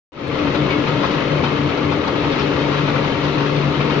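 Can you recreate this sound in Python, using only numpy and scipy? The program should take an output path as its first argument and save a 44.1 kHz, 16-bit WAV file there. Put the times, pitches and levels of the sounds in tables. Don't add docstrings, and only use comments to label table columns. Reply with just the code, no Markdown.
import sys
import numpy as np
from scipy import signal
from scipy.fft import rfft, irfft
from scipy.io import wavfile
from scipy.ndimage import uniform_filter1d

SR = 44100
rng = np.random.default_rng(int(sys.argv[2]) if len(sys.argv) > 2 else 0)


def wrap_up_sound(samples):
    columns = np.atleast_2d(samples).T
    tamed = np.clip(columns, -1, 1)
    steps = np.round(tamed * 32767).astype(np.int16)
    wavfile.write(sys.argv[1], SR, steps)


N = 176400


def undb(db):
    return 10 ** (np.asarray(db) / 20)

def level(x, db):
    return x * undb(db) / np.sqrt(np.mean(x ** 2))

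def over_time(t, points):
    return np.interp(t, *np.array(points).T)

def over_pitch(points):
    hz, value = np.array(points, float).T
    return np.interp(np.log(np.arange(N // 2 + 1) * SR / N + 1e-9), np.log(hz), value)

def colour(x, points):
    return irfft(rfft(x) * undb(over_pitch(points)), N)

def wander(per_s):
    step = int(SR / per_s)
    held = rng.standard_normal(N)[np.arange(N) // step]
    return 1.3 * uniform_filter1d(uniform_filter1d(held, step), step)

def ring(x, hz, t60):
    pole = np.exp((2j * np.pi * hz - np.log(1000) / t60) / SR)
    return signal.lfilter([1], [1, -pole], x).imag

def impacts(per_s, spread_db):
    hits = (rng.random(N) < per_s / SR) * rng.choice([-1, 1], N)
    return hits * undb(spread_db * np.minimum(rng.exponential(size=N), 5))

def short_rings(per_s, low_hz, high_hz, t60, spread_db):
    age = np.arange(int(t60 * SR)) / SR
    shape = np.exp(-np.log(1000) * age / t60) * (1 - np.exp(-age * low_hz))
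    out = np.zeros(N + len(age))
    for when, pitch, softness in rng.random((int(per_s * N / SR), 3)):
        hz = low_hz + pitch * (high_hz - low_hz)
        at = int(when * N)
        gain = undb(-spread_db * np.log(softness + 0.04))
        out[at:at + len(age)] += gain * shape * np.sin(2 * np.pi * hz * age)
    return out[:N]

def hall(x, echo_db, t60=0.67):
    t = np.arange(SR) / SR
    echo = rng.standard_normal((2, SR)) * undb(-60 * t / t60)
    direct = rng.standard_normal((2, SR)) * np.exp(-t / 0.0016)
    unit = lambda h: h / np.sqrt(np.sum(h ** 2, axis=1, keepdims=True))
    room = rfft(unit(direct) + undb(echo_db) * unit(echo), N)
    room /= np.sqrt(uniform_filter1d(abs(room) ** 2, size=12, axis=1))
    return irfft(rfft(x) * room, N)


# (time [s], level [dB])
TICK_TIMES = [(0.133, -47), (0.282, -40)]

def ticks(t, decay_s=0.0004):
    shape = sum(undb(db) * (t >= at) * np.exp(-abs(t - at) / decay_s) for at, db in TICK_TIMES)
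    return colour(shape * rng.standard_normal(N), [(2000, -12), (6000, 0), (8500, 2), (12000, -16)])

# (frequency [Hz], gain [dB])
RUMBLE_TONE = [(12, -18), (22, -16.5), (38, -21.5), (60, -16), (76, -2.5), (105, -6.5), (135, 1), (180, -1),
               (215, -2), (275, 2), (330, -1.5), (400, 1), (465, -2), (540, -1), (610, -3.3), (660, -9.5),
               (900, -19), (2000, -50)]

def rumble():
    blows = hall(impacts(per_s=900, spread_db=2.5), echo_db=-3)
    hollow = short_rings(per_s=36, low_hz=340.6, high_hz=570, t60=0.2, spread_db=1.5)
    return level(colour(blows, RUMBLE_TONE), -20.5) + level(hall(hollow, echo_db=-8), -31.5)

def tone(t, hz, bend_rad):
    return np.sqrt(2) * np.sin(2 * np.pi * (hz * t + rng.random()) + bend_rad)

# (time [s], level [dB])
DRONE_SWELLS = [(0.28, -33), (0.5, -33), (0.53, -21), (0.56, -41), (0.6, -21), (0.77, -33.5), (0.95, -22.5),
                (1.01, -36), (1.35, -19), (1.54, -29.5), (1.66, -20.5), (1.83, -33), (1.89, -19),
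                (1.96, -31.5), (2.23, -32.5), (2.26, -27), (2.29, -32), (2.47, -23.5), (2.51, -38),
                (2.64, -23), (2.68, -25.5), (2.86, -18.5), (2.91, -28), (2.94, -20), (3.08, -26),
                (3.11, -39), (3.24, -20.5), (3.36, -26.5), (3.69, -18), (3.76, -28), (3.8, -18),
                (3.91, -25.5), (3.97, -17.5), (4.0, -21)]

def drive_drone(t):
    drone = tone(t, hz=145.5, bend_rad=0.6 * wander(per_s=12))
    return undb(over_time(t, DRONE_SWELLS) - 1.5) * drone

def frame_boom(hz=138.4, width_hz=18):
    boom = ring(rng.standard_normal(N), hz, t60=np.log(1000) / np.pi / width_hz)
    return level(colour(boom, [(60, -21.5), (120, -2.5), (165, -6.5), (330, -18.5)]), -33.5)

# (time [s], level [dB])
HUM_SWELLS = [(0.28, -25.5), (0.37, -31), (0.42, -19), (0.49, -20.5), (0.53, -35), (0.57, -26.5),
              (0.62, -20.5), (0.67, -37), (0.77, -20), (0.85, -23.5), (0.88, -34), (0.94, -23),
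              (1.48, -28.5), (1.54, -20.5), (1.63, -27.5), (1.66, -21.5), (1.82, -27), (1.89, -23),
              (1.95, -32), (2.0, -24.5), (2.06, -27), (2.3, -22), (2.33, -34.5), (2.4, -30), (2.43, -24),
              (2.65, -23.5), (2.73, -29.5), (2.8, -23), (2.86, -33), (2.89, -26), (2.92, -35),
              (2.95, -24.5), (3.16, -31.5), (3.18, -25.5), (3.27, -23.5), (3.33, -31.5), (3.36, -21),
              (3.73, -30), (3.76, -18), (3.79, -35), (3.82, -24.5), (4.0, -20.5)]

def drive_hum(t, swings, lag_swings=0.65):
    jaw = 2 * np.pi * (swings - lag_swings)
    bend = 0.8 * np.sin(jaw) + 0.87 * wander(per_s=12) + 0.35 * wander(per_s=55)
    throb = 1 + 0.25 * np.cos(jaw)
    return undb(over_time(t, HUM_SWELLS) - 1) * throb * tone(t, hz=290.8, bend_rad=bend)

def ping(t, at_s=2.394, hz=5200, t60=0.028):
    sag_hz, sag_s, attack_s = 450, 0.003, 0.003
    age = np.maximum(t - at_s, 0)
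    cycles = hz * age + sag_hz * sag_s * (1 - np.exp(-age / sag_s))
    shape = (1 - np.exp(-age / attack_s)) * np.exp(-np.log(1000) * age / t60)
    return undb(-23) * shape * np.sin(2 * np.pi * cycles)

# (rate [pulses per swing], depth [dB])
RATTLE_PULSES = [(1, 1), (2, -0.45), (4, 0.6)]
# (time [s], gain [dB])
RATTLE_SWELLS = [(0.4, -0.5), (0.78, -0.9), (0.95, 0.5), (1.2, 0.5), (1.55, 0.1), (1.68, -1.5), (2.0, -1.7),
                 (2.12, 0.3), (2.6, 1), (3.3, 0.7), (3.7, -0.8), (4, 0.2)]

def rattle(t, swings):
    pulse_db = sum(db * np.cos(2 * np.pi * rate * swings) for rate, db in RATTLE_PULSES)
    slow_db = over_time(t, RATTLE_SWELLS) + 0.83 * wander(per_s=14)
    hits = impacts(per_s=2200, spread_db=2.5) * undb(pulse_db + slow_db)
    return level(hall(hits, echo_db=0.5), -24.5)

# (time [s], dull clank [dB], clatter [dB], bright edge [dB])
JAW_KNOCKS = [(0.379, -13.5, -1.5, -9), (0.468, -17.5, -4, -14), (0.542, -4.5, -1.5, -3.5),
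              (0.700, -6.5, 2, -0.5), (0.868, 0, -2.5, -2), (1.029, 1.5, -4, 0), (1.106, -7.5, -6, -1),
              (1.138, -5.5, -12, -17.5), (1.272, -11.5, -6, -13.5), (1.433, 4, -0.5, 1.5),
              (1.713, -2, -2.5, -11.5), (1.771, -2.5, -2, -3.5), (1.915, -0.5, -2, -4),
              (2.069, -0.5, -5, -3.5), (2.151, -8, -7.5, -4.5), (2.231, -2.5, -5.5, -6.5),
              (2.314, -8, -4, -2), (2.391, -2, -4, 3), (2.721, -5, -12, -9), (2.873, 0.5, -3, -6),
              (2.952, -1.5, -5, -12.5), (3.04, -1.5, -7, -2), (3.235, -15, -14, -3), (3.395, 0, -12, -4.5),
              (3.555, -15.5, -5, -7), (3.606, -4.5, -9, -8), (3.803, 0, 1, -2), (3.891, -4.5, -4, -5),
              (3.956, -3.5, -4.5, -7)]
# (lowest [Hz], highest [Hz])
KNOCK_RANGES = [(600, 1600), (1600, 3000), (3000, 6000)]

def knocks(t, attack_s=0.007, decay_s=0.017):
    forces = np.zeros((len(KNOCK_RANGES), N))
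    for at, *mix_db in JAW_KNOCKS:
        age = np.maximum(t - at, 0)
        shape = (1 - np.exp(-age / attack_s)) * np.exp(-age / decay_s)
        forces += np.outer(undb(mix_db), shape)
    out = np.zeros(N)
    for force, range_hz in zip(forces, KNOCK_RANGES):
        grit = rng.standard_normal(N) * undb(2 * wander(per_s=160))
        band = signal.butter(2, range_hz, "band", fs=SR, output="sos")
        out += signal.sosfilt(band, force * grit)
    return level(hall(out, echo_db=-6), -36.3)

# (frequency [Hz], gain [dB])
STEEL_TONE = [(150, -9.5), (450, -8), (760, -6), (880, 0), (1000, -0.5), (1300, 1), (1430, -1),
              (1590, -6.5), (1690, -5), (1810, -11), (1950, -5.5), (2200, -4), (2320, -7), (2480, -4.5),
              (2780, -7.5), (3050, -6), (3300, -8.5), (3900, -11.5), (4400, -14.5), (4900, -19),
              (5800, -23.5), (7000, -33.5), (8000, -64)]
# (pitch [Hz], relative level [dB], time to die away [s])
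STEEL_NOTES = [(760, -15, 0.11), (927, 3.5, 0.63), (1127, -6.5, 0.45), (1957, -1, 0.071), (2225, -9, 0.11),
               (3140, -7.5, 0.087), (3510, -7.5, 0.13)]

def crusher_steel(blows):
    plates = level(colour(blows, STEEL_TONE), 0) * blows.std()
    notes = sum(level(ring(blows, hz, t60), db) for hz, db, t60 in STEEL_NOTES)
    ringing = level(colour(notes, [(3600, -0.5), (7000, -18.5)]), -38)
    clinks = short_rings(per_s=340, low_hz=998, high_hz=4400, t60=0.045, spread_db=3)
    clinks = colour(hall(clinks, echo_db=-4.5), STEEL_TONE)
    return plates + ringing + level(clinks, -31.5)

# (frequency [Hz], likeness [0 to 1])
EAR_LIKENESS = [(60, 0.97), (130, 0.94), (250, 0.99), (460, 0.6), (900, 0.41), (1800, 0.17), (3500, 0.03)]
# (frequency [Hz], difference [dB])
LEFT_BOOST = [(60, 5), (290, 6.5), (420, 7), (600, 11.5), (850, 0.5), (1100, 4.5), (1500, 8), (2500, 8),
              (3100, 8.5), (3800, 4), (4600, -1), (7000, 8)]

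def scene():
    swings_per_s, turnaround_s = 5.8, 0.1523
    t = np.arange(N) / SR
    swings = swings_per_s * (t - turnaround_s)
    middle, side = rfft(rumble() + crusher_steel(rattle(t, swings) + knocks(t)))
    shared = rfft(drive_drone(t) + frame_boom() + drive_hum(t, swings) + ping(t))
    alike = np.clip(over_pitch(EAR_LIKENESS), 0, 0.999)
    left_right = np.array([[1], [-1]])
    ears = middle * np.sqrt((1 + alike) / 2) + left_right * side * np.sqrt((1 - alike) / 2) + shared
    gains = undb(left_right * over_pitch(LEFT_BOOST) / 2)
    gains /= np.sqrt(np.mean(gains ** 2, axis=0))
    return irfft(ears * gains, N)

def record(dry):
    fade_start_s, fade_s, peak_limit = 0.12, 0.27, 0.83
    cut_above = lambda x, hz: signal.sosfilt(signal.ellip(8, 0.2, 70, hz, fs=SR, output="sos"), x)
    t = np.arange(N) / SR
    fade = (t > fade_start_s) * np.clip(0.039 + (t - fade_start_s) / fade_s, 0, 1) ** 0.98
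    hiss = level(rng.standard_normal(N) + 0.38 * rng.standard_normal((2, N)), -70.5)
    rounded = peak_limit * np.tanh(dry / peak_limit)
    roar = cut_above(fade * rounded, hz=7350)
    return cut_above(roar + fade * hiss + ticks(t), hz=15350)


dry = scene()
out = record(dry)
wrap_up_sound(out)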